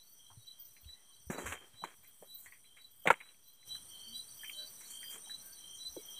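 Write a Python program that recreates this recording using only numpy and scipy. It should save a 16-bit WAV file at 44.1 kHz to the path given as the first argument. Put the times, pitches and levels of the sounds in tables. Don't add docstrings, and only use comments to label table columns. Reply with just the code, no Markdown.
import sys
import numpy as np
from scipy import signal
from scipy.fft import rfft, irfft, next_fast_len
from scipy.io import wavfile

SR = 44100
rng = np.random.default_rng(int(sys.argv[2]) if len(sys.argv) > 2 else 0)


def generate_wav(sig):
    pcm = np.round(np.clip(np.atleast_2d(sig).T, -1, 1) * 32767).astype(np.int16)
    wavfile.write(sys.argv[1], SR, pcm)


N = 273243


def from_db(db):
    return 10 ** (np.asarray(db) / 20)


def rms_one(x):
    return x / np.sqrt(np.mean(x ** 2) + 1e-20)


def in_time(rows):
    s, *columns = np.transpose(rows)
    return [np.interp(np.arange(N) / SR, s, column) for column in columns]


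def coloured(x, spectrum):
    size = next_fast_len(N)
    hz, db = np.transpose(spectrum)
    bins_hz = np.arange(1, size // 2 + 2) * SR / size
    gain = from_db(np.interp(np.log(bins_hz), np.log(hz), db, -80, -80))
    return rms_one(irfft(rfft(x, size) * gain, size)[:N])


def drift(rate_hz):
    r = np.exp(-2 * np.pi * rate_hz / SR)
    slow = signal.lfilter([1], [1, -2 * r, r * r], rng.standard_normal(N + SR))
    return rms_one(slow[SR:])


def resonate(x, hz, width_hz):
    r = np.exp(-np.pi * width_hz / SR)
    poles = [1, -2 * r * np.cos(2 * np.pi * hz / SR), r * r]
    return signal.lfilter([(1 - r * r) / 2, 0, (r * r - 1) / 2], poles, x)


def add(out, s, sound):
    i = round(s * SR)
    sound = sound[max(-i, 0):max(N - i, 0)]
    out[max(i, 0):max(i, 0) + len(sound)] += sound


# air level/dB, low chorus level/dB, high chorus level/dB,
# treble hiss level/dB, rumble level/dB, lift of the far trill and murmur/dB
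SPOTS = [(-75.5, -73, -72.5, -71.5, -83.5, -2.3), (-67.5, -61, -58.5, -61, -73.5, 4)]


def spot_levels(move_s=3.66, move_takes_s=0.039):
    moved = np.clip((np.arange(N) / SR - move_s) / move_takes_s + .5, 0, 1)
    return [first + (second - first) * moved for first, second in zip(*SPOTS)]


def patchy(x, patch_db, rate_hz):
    out = x
    for low_hz in 100 * 2 ** np.arange(0, 5, .5):
        edges = signal.butter(1, [low_hz, low_hz * np.sqrt(2)], "band", fs=SR, output="sos")
        out = out + (from_db(patch_db * drift(rate_hz)) - 1) * signal.sosfilt(edges, x)
    return out


def chorus(hz, width_hz, throbs_per_s, throb_db):
    edges = signal.butter(2, [hz - width_hz, hz + width_hz], "band", fs=SR, output="sos")
    band = resonate(signal.sosfilt(edges, rng.standard_normal(N)), hz, width_hz)
    throb = np.sin(2 * np.pi * np.cumsum(throbs_per_s * (1 + 0.14 * drift(1.3))) / SR)
    return rms_one(band * from_db(throb_db * throb + 2.2 * drift(9)))


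def notes(rows, glide, waver, octave_db):
    out, wobble, t = np.zeros(N), drift(170), np.arange(-4000, 4000) / SR
    for (s, hz, db, rise_ms, fall_ms), start in zip(rows, rng.random(len(rows))):
        shape = .5 ** (((1000 * t / np.where(t < 0, rise_ms, fall_ms)) ** 2) ** .85)
        i = round(s * SR) % (N - len(t))
        pitch_hz = hz * (1 + glide * t + waver * wobble[i:i + len(t)])
        phase = 2 * np.pi * (np.cumsum(pitch_hz) / SR + start)
        octave = from_db(octave_db) * np.sin(2 * phase) * (hz < 6000)
        add(out, s + t[0], from_db(db) * shape * (np.sin(phase) + octave))
    return out


def far_whistles(level_db):
    rows = []
    phrases = rng.random((26, 3)) * [N / SR, 450, 6.0] + [0, 3950, -3]
    for (s, hz, db), uneven in zip(phrases, rng.standard_normal((26, 5))):
        for k, u in enumerate(uneven):
            at, pitch = s + 0.049 * k + 0.0064 * u, hz + 60 * k + 15 * u
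            rows.append((at, pitch, db - 9 + 3 * u, 14, 16))
            rows.append((at, 3 * pitch, db - 2.5 + 4 * u, 9, 9))
    return from_db(level_db) * notes(rows, glide=0.41, waver=.003, octave_db=-37.5)


def buzz():
    t, out = np.arange(N) / SR, np.zeros(N)
    for k in range(4):
        line = np.sin(2 * np.pi * (9870 + 232 * k) * t + 1.5 * drift(5.2))
        out += from_db(4.0 * drift(2.8)) * line
    return out


# f/Hz, relative level per Hz/dB
AIR = [(90, -24), (200, 5), (500, 0), (1300, -1), (2600, -5.5), (3300, -2.5), (4400, -4.5), (5100, -7),
       (7000, -7), (16000, -16.5)]
HISS = [(6500, -37), (7400, -18), (7750, 2), (8500, 5.5), (9400, -0.5), (11200, -3), (12200, -2),
        (13200, -4.5), (15900, -4.5)]
RUMBLE = [(15, -10), (30, -5), (55, -4.5), (120, 1), (260, -12)]
# t/s, air level/dB, low chorus level/dB,
# high chorus level/dB, hiss level/dB, rumble level/dB
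SWELLS = [(0, -0.5, 2.5, 1, 1, -2.5), (.7, 1.2, 4, 1.5, 2, 3), (1.0, 2.5, 0, 2.5, 1, -6),
          (1.3, .1, 4.5, 2, 1, 13), (1.65, 4.5, -3.5, -6, 2.3, 4), (2.05, 1, -1.5, 2, 2.5, 1.5),
          (2.4, 0.3, -2, -3, 8, -.1), (2.7, 0.5, -4, -1, 0, 1), (3.1, 0.5, -6.5, 0.5, 3.5, -0.5),
          (3.55, -0.5, 1, -0.5, -1, -3), (3.7, 1.5, 0, -3.5, 1.5, 3), (3.9, 0, -0.5, .1, -2, -0.5),
          (4.3, -1.4, .1, 1, 0.3, -1), (4.7, 1.5, .1, -2, 1, -4), (5.0, -0.5, -0.3, 2, 1.5, -4.5),
          (5.3, 1.5, -0.8, 1, -1.5, 0), (5.8, -1.5, 0.6, -0.7, -1.5, -2.5), (6.2, 2.5, 1.2, 0, -1.5, -6.5)]


def night():
    air_db, low_db, high_db, hiss_db, rumble_db = np.add(spot_levels()[:-1], in_time(SWELLS))
    still = patchy(coloured(rng.standard_normal(N), AIR), patch_db=0.5, rate_hz=3.1)
    air = from_db(air_db + .5 * drift(9.1)) * still
    rumble = from_db(rumble_db + 1.5 * drift(4.0)) * coloured(rng.standard_normal(N), RUMBLE)
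    hiss = from_db(hiss_db + 1.7 * drift(18)) * coloured(rng.standard_normal(N), HISS)
    low = from_db(low_db) * chorus(5906, 290, 15.0, 2.5)
    blur = from_db(low_db - 21.5) * (chorus(4300, 60, 1.4, 4.0) + chorus(4500, 120, 21.0, 3.0))
    high = from_db(high_db) * (chorus(8920, 300, 30.0, 2.9) + from_db(-14.0) * chorus(12100, 400, 16.0, 4.0))
    singers = from_db(hiss_db - 16) * buzz() + far_whistles(hiss_db - 9.5)
    return air + rumble + hiss + low + blur + high + singers


# t/s of the peak, f/Hz, peak level/dB, rise/ms, fall/ms
TONES = [(.97, 1940, -73, 36, 52), (1.11, 1080, -73, 20, 7.2), (4.12, 230.6, -61.5, 40, 44),
         (4.52, 6940, -64.5, 18.5, 50), (4.6, 610, -62, 29, 49), (4.61, 1572, -62, 24, 35),
         (4.9, 6900, -65.5, 29, 15), (5.18, 440, -66, 37, 19), (5.49, 1550, -65.5, 44, 48),
         (5.69, 6700, -69, 14.5, 13), (5.76, 6650, -58.5, 12, 17), (6.01, 2220, -68, 24, 26)]


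def faint_tones():
    return notes(TONES, glide=0.029, waver=0.037, octave_db=-55)


# t/s, peak level/dB, f/Hz, t60/s
THUMPS = [(0.31, -63.5, 101, 0.34), (0.372, -48.5, 115.5, 0.1), (0.831, -58, 63, 0.14),
          (0.857, -46, 70, 0.14), (1.269, -46, 69.3, 0.091), (1.299, -31, 197, 0.021),
          (1.444, -45.5, 69.6, 0.3), (1.481, -42.5, 85.5, 0.14), (1.738, -60, 110, 0.092),
          (1.826, -51, 177, 0.1), (1.983, -68, 89, 0.25), (2.213, -62, 187, 0.075), (2.473, -71, 85, 0.15),
          (3.057, -50.5, 186, 0.094), (3.07, -42, 160, 0.15), (3.102, -53, 122.3, 0.066),
          (3.728, -58, 92, 0.12), (5.889, -59.5, 69, 0.24)]


def thumps(soft_ms=2.4):
    out, t = np.zeros(N), np.arange(12000) / SR
    for s, db, hz, t60 in THUMPS:
        shape = (1 - np.exp(-1000 * t / soft_ms)) * from_db(-60 * t / max(t60, .02))
        add(out, s, from_db(db) * shape / shape.max() * np.sin(2 * np.pi * hz * t))
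    return out


# f/Hz, relative level per Hz/dB
GRIT = [(90, -25.5), (150, 6.5), (460, 2), (640, -4.5), (1200, -4.5), (2300, -2.5), (3200, -14),
        (3900, -14.5), (4600, -30), (5100, -52.5)]
SWISH = [(3060, -50), (5200, -43.5), (5650, -8.5), (7710, 2), (9350, -7.5), (10100, -6.5), (13900, -13),
         (15500, -14)]
# start t/s, end t/s (where letting go begins), grit level/dB before toning,
# grit centre f/Hz, swish level/dB at the start, fade over the stroke/dB
DRAGS = [(1.299, 1.378, -36, 760, -49, 14.5), (1.378, 1.458, -40, 620, -51, 6),
         (1.458, 1.53, -41, 1500, -47.5, 6), (1.52, 1.6, -42.5, 1350, -52.5, 21.5),
         (1.603, 1.683, -53.5, 890, -72, 13), (1.73, 1.79, -67, 1170, -81, 11),
         (1.838, 1.875, -36.5, 960, -49.5, 25), (1.87, 1.94, -57, 1420, -71, 9.5),
         (2.03, 2.11, -67, 2100, -74, 11), (2.222, 2.28, -58, 640, -73, 19),
         (2.38, 2.46, -78, 1500, -68, -5), (2.455, 2.51, -61, 1980, -65, 19),
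         (2.52, 2.58, -68, 2150, -80, 14), (2.765, 2.83, -58, 1980, -71, 23),
         (3.054, 3.074, -40.5, 1090, -61, 0), (3.071, 3.097, -18, 1490, -41, 22.5),
         (3.103, 3.124, -17.5, 1180, -38, 20), (3.12, 3.162, -46, 1250, -65, 24.5),
         (3.15, 3.2, -63.5, 2000, -78, 2), (3.204, 3.25, -51.5, 2240, -81.5, 19.5),
         (3.25, 3.32, -66, 1900, -80, 4.5), (4.41, 4.45, -62.5, 2000, -80, 22),
         (4.47, 4.52, -63, 2270, -67, 14), (4.8, 4.87, -63, 2000, -61.5, 4.5),
         (4.865, 4.905, -73.5, 2100, -61, -4), (4.901, 4.99, -61.5, 2180, -50, 11.5),
         (5.01, 5.06, -64.5, 1810, -61, 12), (5.08, 5.144, -72.5, 1590, -68, -17),
         (5.154, 5.198, -52.5, 1200, -53, 16)]


def drags(grains_per_s=1100, spread_db=3.0, breadth_octaves=1.01, catch_s=0.0054, let_go_s=.02, judder_db=1):
    sizes = from_db(spread_db * np.minimum(rng.exponential(1, N), 4)) * rng.choice([-1, 1], N)
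    grains = (rng.random(N) < grains_per_s / SR) * sizes + 0.078 * rng.standard_normal(N)
    grit = coloured(grains, GRIT)
    swish = coloured(0.6 * grains + rng.standard_normal(N), SWISH)
    centres = np.geomspace(200, 4500, 10)
    bands = [resonate(grit, hz, 0.32 * hz) for hz in centres]
    out, t = np.zeros(N), np.arange(N) / SR
    judder = judder_db * drift(25)
    for start, end, grit_db, centre_hz, swish_db, fade_db in DRAGS:
        moving = np.clip(np.minimum((t - start) / catch_s, (end - t) / let_go_s + 1), 0, 1)
        moving = moving * from_db(judder - fade_db * np.clip((t - start) / (end - start), 0, 1))
        weights = np.exp(-(np.log2(centres / centre_hz) / breadth_octaves) ** 2)
        toned = sum(weight * band for weight, band in zip(weights, bands))
        out += moving * (from_db(grit_db) * toned + from_db(swish_db) * swish)
    return out


# t/s, peak level of the body/dB with its lower mode, body f/Hz, width as a share of body f,
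# t60 of the rattle/s (10 ms at least), treble level/dB (the crack plays 6 dB below it)
KNOCKS = [(0.301, -55.5, 810, 0.82, 0.14, -65), (0.765, -51.5, 2160, 0.41, 0.1, -68),
          (0.844, -55, 2900, 0.45, 0.084, -55), (0.889, -59, 1870, 0.31, 0.076, -61),
          (1.297, -34, 283, 0.54, 0.037, -52), (1.382, -30.5, 444, 0.94, 0.016, -55),
          (1.398, -43, 996, 1, 0.051, -55), (1.42, -44, 370, 0.81, 0.038, -55),
          (1.457, -37, 1140, 0.86, 0.049, -40), (1.465, -35, 1500, 0.6, 0.03, -50),
          (1.48, -40, 2220, 0.59, 0.073, -52), (1.524, -32, 2420, 0.7, 0.049, -45),
          (1.575, -45, 2310, 0.34, 0.034, -71), (1.819, -49.5, 670, 0.6, 0.1, -62),
          (1.837, -28, 930, 0.61, 0.0084, -41), (2.044, -55.5, 2140, 0.31, 0.11, -46),
          (2.222, -45, 500, 0.76, 0.097, -64), (2.459, -45.5, 1970, 0.29, 0.15, -49),
          (2.521, -46.5, 2110, 0.32, 0.16, -67), (2.642, -59.5, 2260, 0.4, 0.12, -62),
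          (2.77, -52.5, 2060, 0.43, 0.18, -58), (3.054, -28, 480, 0.83, 0.12, -40),
          (3.071, -17.5, 2150, 0.16, 0.024, -30), (3.081, -31, 2290, 0.36, 0.017, -44),
          (3.102, -7.5, 1020, 0.89, 0.034, -24.5), (3.106, -16.5, 583, 0.99, 0.024, -50),
          (3.111, -15, 1360, 0.7, 0.017, -55), (3.127, -58.5, 1210, 0.23, 0.041, -36),
          (3.139, -32, 2110, 0.48, 0.026, -64), (3.202, -43, 2210, 0.31, 0.067, -91),
          (3.21, -41.5, 2100, 0.36, 0.038, -61), (3.289, -54, 2750, 0.4, 0.062, -62.5),
          (3.344, -59, 2340, 0.41, 0.05, -59), (3.628, -56.5, 2080, 0.27, 0.05, -64),
          (3.751, -48, 1373, 0.73, 0.07, -51), (4.432, -42, 1760, 0.19, 0.084, -63.5),
          (4.444, -40, 2310, 0.24, 0.13, -50), (4.495, -33.5, 2410, 0.36, 0.072, -51),
          (4.81, -53, 2070, 0.2, 0.13, -57.5), (5.029, -42.5, 1873, 0.32, 0.12, -49),
          (5.27, -55, 810, 0.38, 0.068, -59), (5.295, -45.5, 1640, 0.4, 0.12, -49),
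          (5.963, -37, 360, 0.55, 0.046, -66), (5.984, -50.5, 426, 0.28, 0.059, -56)]


def knocks(rattle_db=-6, treble_t60=0.012, contact_ms=1.2):
    out, t = np.zeros(N), np.arange(8000) / SR
    body_noise, bright = rng.standard_normal(N), coloured(rng.standard_normal(N), SWISH)
    contact = 1 - np.exp(-(1000 * t / contact_ms) ** 2)
    dull = signal.butter(4, 3500, fs=SR, output="sos")
    for s, db, hz, share, t60, treble_db in KNOCKS:
        i, width = min(round(s * SR), N - len(t)), np.clip(share, .05, 1.5) * hz
        rattle = from_db(rattle_db - 60 * t / max(t60, .01)) * contact
        drive = rattle * body_noise[i:i + len(t)] / np.sqrt(hz / 100)
        drive[round(contact_ms * SR / 1000)] += 1.5
        body = resonate(resonate(resonate(drive, hz, width), hz, 2.2 * width), hz, 0.83 * width)
        body = signal.sosfilt(dull, body)
        lower_mode = resonate(resonate(drive, hz / 2, width / 2), hz / 2, width / 2)
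        body += from_db(-15.5) * lower_mode
        crack = from_db(treble_db - 6.0 - 60 * t / treble_t60) * contact * bright[i:i + len(t)]
        add(out, s, from_db(db) * body / np.abs(body).max() + crack)
    return out


# start t/s, end t/s (middle of the fall), level/dB, swell/s
BURSTS = [(0.14, 0.32, -69.5, 0.063), (0.443, 0.65, -68.5, 0.02), (0.948, 1.19, -76, .1),
          (1.38, 1.656, -65, 0.019), (1.7, 1.763, -74, .03), (1.801, 1.892, -65.5, .02),
          (2.023, 2.4, -88, 0.031), (2.6, 2.814, -72.5, 0.088), (2.994, 3.203, -68.5, 0.034),
          (3.45, 3.62, -80, 0.14), (3.647, 3.783, -57.5, 0.043), (3.881, 4.184, -57, 0.035),
          (4.377, 4.638, -57, 0.025), (4.845, 5.166, -53.5, 0.11), (5.246, 5.296, -61, 0.018),
          (5.55, 5.774, -59.5, 0.071), (5.975, 6.25, -56.5, .13)]


def trill(hz=3140, strokes_per_s=54.0, sharp=1.5, fall_s=0.033, join_in_db=-10.5, far_db=-78.5, murmur_db=-80.5):
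    t, bursts = np.arange(N) / SR, np.zeros(N)
    for start, end, db, swell_s in BURSTS:
        shape = np.clip(np.minimum((t - start) / swell_s, (end - t) / fall_s + .5), 0, 1)
        bursts += from_db(db) * shape ** 2
    lift_db = spot_levels()[-1]
    far = from_db(join_in_db + 1.0 * drift(6)) * bursts + from_db(far_db + lift_db + 3.5 * drift(9.3))
    strokes = np.cumsum(strokes_per_s * (1 + 0.031 * drift(4.3))) / SR
    gate = np.abs(np.sin(np.pi * strokes)) ** sharp * from_db(2.4 * drift(40))
    pitch_hz = hz * (1 + 0.005 * drift(2.5) + 0.0033 * drift(60))
    near = rms_one(gate * np.sin(2 * np.pi * np.cumsum(pitch_hz) / SR))
    return (bursts + from_db(murmur_db + lift_db)) * near + far * chorus(3260, 110, 46.0, 3.0)


# t/s of the first peak, f/Hz, peak level/dB, swell/ms, second note's level/dB
CHIRPS = [(-.012, 3940, -46.5, 16, -56.5), (.274, 3983, -67, 14, -74), (0.368, 4050, -68, 8.8, -80),
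          (.44, 3904, -61, 30, -56), (0.483, 3960, -45.5, 8.2, -52.5), (.696, 4000, -70, 18, -83),
          (.771, 4059, -64.5, 16, -70), (.904, 3945, -47.5, 21.6, -52.5), (1.074, 4040, -70, 18, -83),
          (1.143, 3980, -61.5, 14, -67), (1.351, 3936, -51.5, 17, -49.5), (1.808, 3957, -50.5, 30, -49.5),
          (2.066, 4020, -72, 28, -78), (2.32, 3950, -49.5, 25, -52.5), (2.389, 3994, -59, 10, -64),
          (2.66, 3994, -63, 12, -70), (2.816, 3929, -55.5, 25, -50.5), (3.253, 3946, -58.5, 46, -59.5),
          (3.49, 4015, -64, 30, -66), (3.637, 3990, -61.5, 33, -69), (3.721, 3960, -40, 17, -40.5),
          (3.98, 4000, -66.5, 31.6, -72), (4.162, 3946, -38.5, 13.4, -43), (4.215, 4020, -51, 7, -65),
          (4.295, 3950, -65, 12, -63.5), (4.548, 3900, -57, 10, -59), (4.596, 3951, -39.5, 17.5, -48.5),
          (4.645, 4005, -48.5, 5.6, -63.5), (4.79, 3970, -64, 25, -67.5), (4.844, 3960, -58, 17, -61),
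          (5.26, 3900, -53.5, 15, -64), (5.316, 3953, -40, 13.4, -42.5), (5.401, 4080, -54, 3.8, -72.5),
          (5.582, 3994, -58.5, 21, -64), (5.647, 3985, -61, 26, -62), (5.816, 3964, -45.5, 17.3, -48.5),
          (5.868, 4013, -39, 20.5, -61.5), (5.947, 3930, -66, 18, -52), (6.188, 3940, -48, 19, -50)]


def chirp_rows(break_s=.031, step_up_hz=42.05):
    rows = []
    for s, hz, db, swell_ms, second_db in CHIRPS:
        rows.append((s, hz, db, swell_ms, 4.4 + 0.36 * swell_ms))
        rows.append((s + break_s, hz + step_up_hz, second_db, 4.5, 8.5))
    return rows


# first note t/s, last note t/s, first f/Hz, last f/Hz, first and last fundamental
# level/dB, first and last third-harmonic level/dB; notes scatter about these
PHRASES = [(0.055, .183, 4640, 4795, -78, -78, -66, -55), (0.037, .12, 4420, 4550, -69, -63, -67, -62),
           (.33, .345, 4510, 4515, -74, -75, -78, -80), (.625, .64, 4245, 4250, -71, -71, -80, -80),
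           (0.387, .471, 4263, 4511, -69, -68, -78, -64), (0.602, .656, 4797, 4814, -64, -65, -48.5, -54),
           (.692, .818, 4740, 4785, -78, -80, -60, -59), (0.848, .89, 4390, 4500, -68, -75, -66, -63),
           (1.121, 1.167, 4480, 4511, -74, -66, -67, -73), (1.219, 1.322, 4620, 4900, -76, -68, -68, -52),
           (1.376, 1.45, 4565, 4710, -65, -70, -76, -76), (1.995, 2.083, 4700, 4800, -80, -78, -61, -54),
           (2.22, 2.431, 4320, 4550, -80, -80, -59.5, -60),
           (2.353, 2.41, 4770, 4785, -80, -77, -46.5, -52.5),
           (2.481, 2.556, 4420, 4700, -66, -76, -68, -67), (2.82, 2.963, 4460, 4610, -72, -79, -62, -64),
           (3.003, 3.082, 4800, 4785, -78, -78, -56, -56),
           (3.344, 3.44, 4460, 4618, -72, -70.5, -75.5, -67.5),
           (3.483, 3.537, 4800, 4805, -76, -78, -57, -59), (3.682, 3.71, 4800, 4850, -78.5, -75, -56, -63),
           (3.895, 3.976, 4500, 4500, -66, -70.5, -61, -64.5),
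           (3.957, 4.087, 4340, 4510, -56, -51, -71.5, -64),
           (4.113, 4.183, 4580, 4780, -57.5, -56.5, -56.5, -52.5),
           (4.295, 4.345, 4580, 4550, -58.5, -62.5, -63.5, -61.5),
           (4.382, 4.5, 4770, 4860, -59, -68.5, -55.5, -47),
           (4.539, 4.677, 4400, 4600, -52, -54.5, -64, -55),
           (4.707, 4.758, 4710, 4800, -71.5, -71, -52.5, -51),
           (4.862, 5.01, 4390, 4590, -56, -55.5, -61.5, -53),
           (5.042, 5.107, 4820, 4815, -57, -55.5, -52, -50),
           (5.429, 5.537, 4460, 4510, -74, -56, -55, -55.5),
           (5.533, 5.62, 4240, 4300, -70.5, -78, -62.5, -66),
           (5.835, 5.972, 4560, 4500, -66.5, -69, -72, -69.5),
           (5.89, 5.998, 4700, 4827, -78, -68, -59, -52.5), (6.063, 6.179, 4730, 4845, -79, -75, -54, -57)]


def phrase_rows(gap_s=.043, bend=1, uneven_db=3.5, uneven_s=.002, uneven_hz=15,
                flutter_s=.02, flutter_db=-7.5, sag_hz=151):
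    rows = []
    note_ms, harmonic_ms = (8, 7), (8.2, 5)
    chances = rng.standard_normal((len(PHRASES), 8, 4))
    for (first, last, first_hz, last_hz, *levels_db), uneven in zip(PHRASES, chances):
        left = np.linspace(1, 0, max(round((last - first) / gap_s), 1) + 1)
        for x, (a, b, c, d) in zip(left, uneven):
            s = last - x * (last - first) + uneven_s * c
            hz = last_hz - (last_hz - first_hz) * x ** bend + uneven_hz * d
            levels = np.reshape(levels_db, (2, 2)) @ [x, 1 - x]
            db, harmonic_db = levels + uneven_db * np.array([a, b])
            stutter_db = harmonic_db + flutter_db + uneven_db * c
            rows.append((s, hz, db, *note_ms))
            rows.append((s, 3 * hz, harmonic_db, *harmonic_ms))
            rows.append((s + flutter_s, 3 * hz - sag_hz * abs(a), stutter_db, *harmonic_ms))
    return rows


def whistlers():
    return notes(chirp_rows() + phrase_rows(), glide=0.14, waver=0.001, octave_db=-20.0)


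def scatter(x, t60):
    t = np.arange(SR // 5) / SR
    tail = rng.standard_normal(len(t)) * from_db(-60 * t / max(t60, .05)) * (t > .006)
    return signal.fftconvolve(x, tail / np.sqrt(np.sum(tail ** 2)))[:N]


def scene():
    background = night() + faint_tones()
    close = knocks()
    handling = thumps() + drags() + close
    song = trill() + whistlers()
    tails = from_db(-6.0) * scatter(song, t60=0.2) + from_db(-24.0) * scatter(close, t60=0.13)
    return (background + handling + song + tails)[None]


def record(dry):
    steep = signal.cheby1(24, .5, 15500, fs=SR, output="sos")
    return -.0005 + signal.sosfilt(steep, dry)


dry = scene()
out = record(dry)
generate_wav(out)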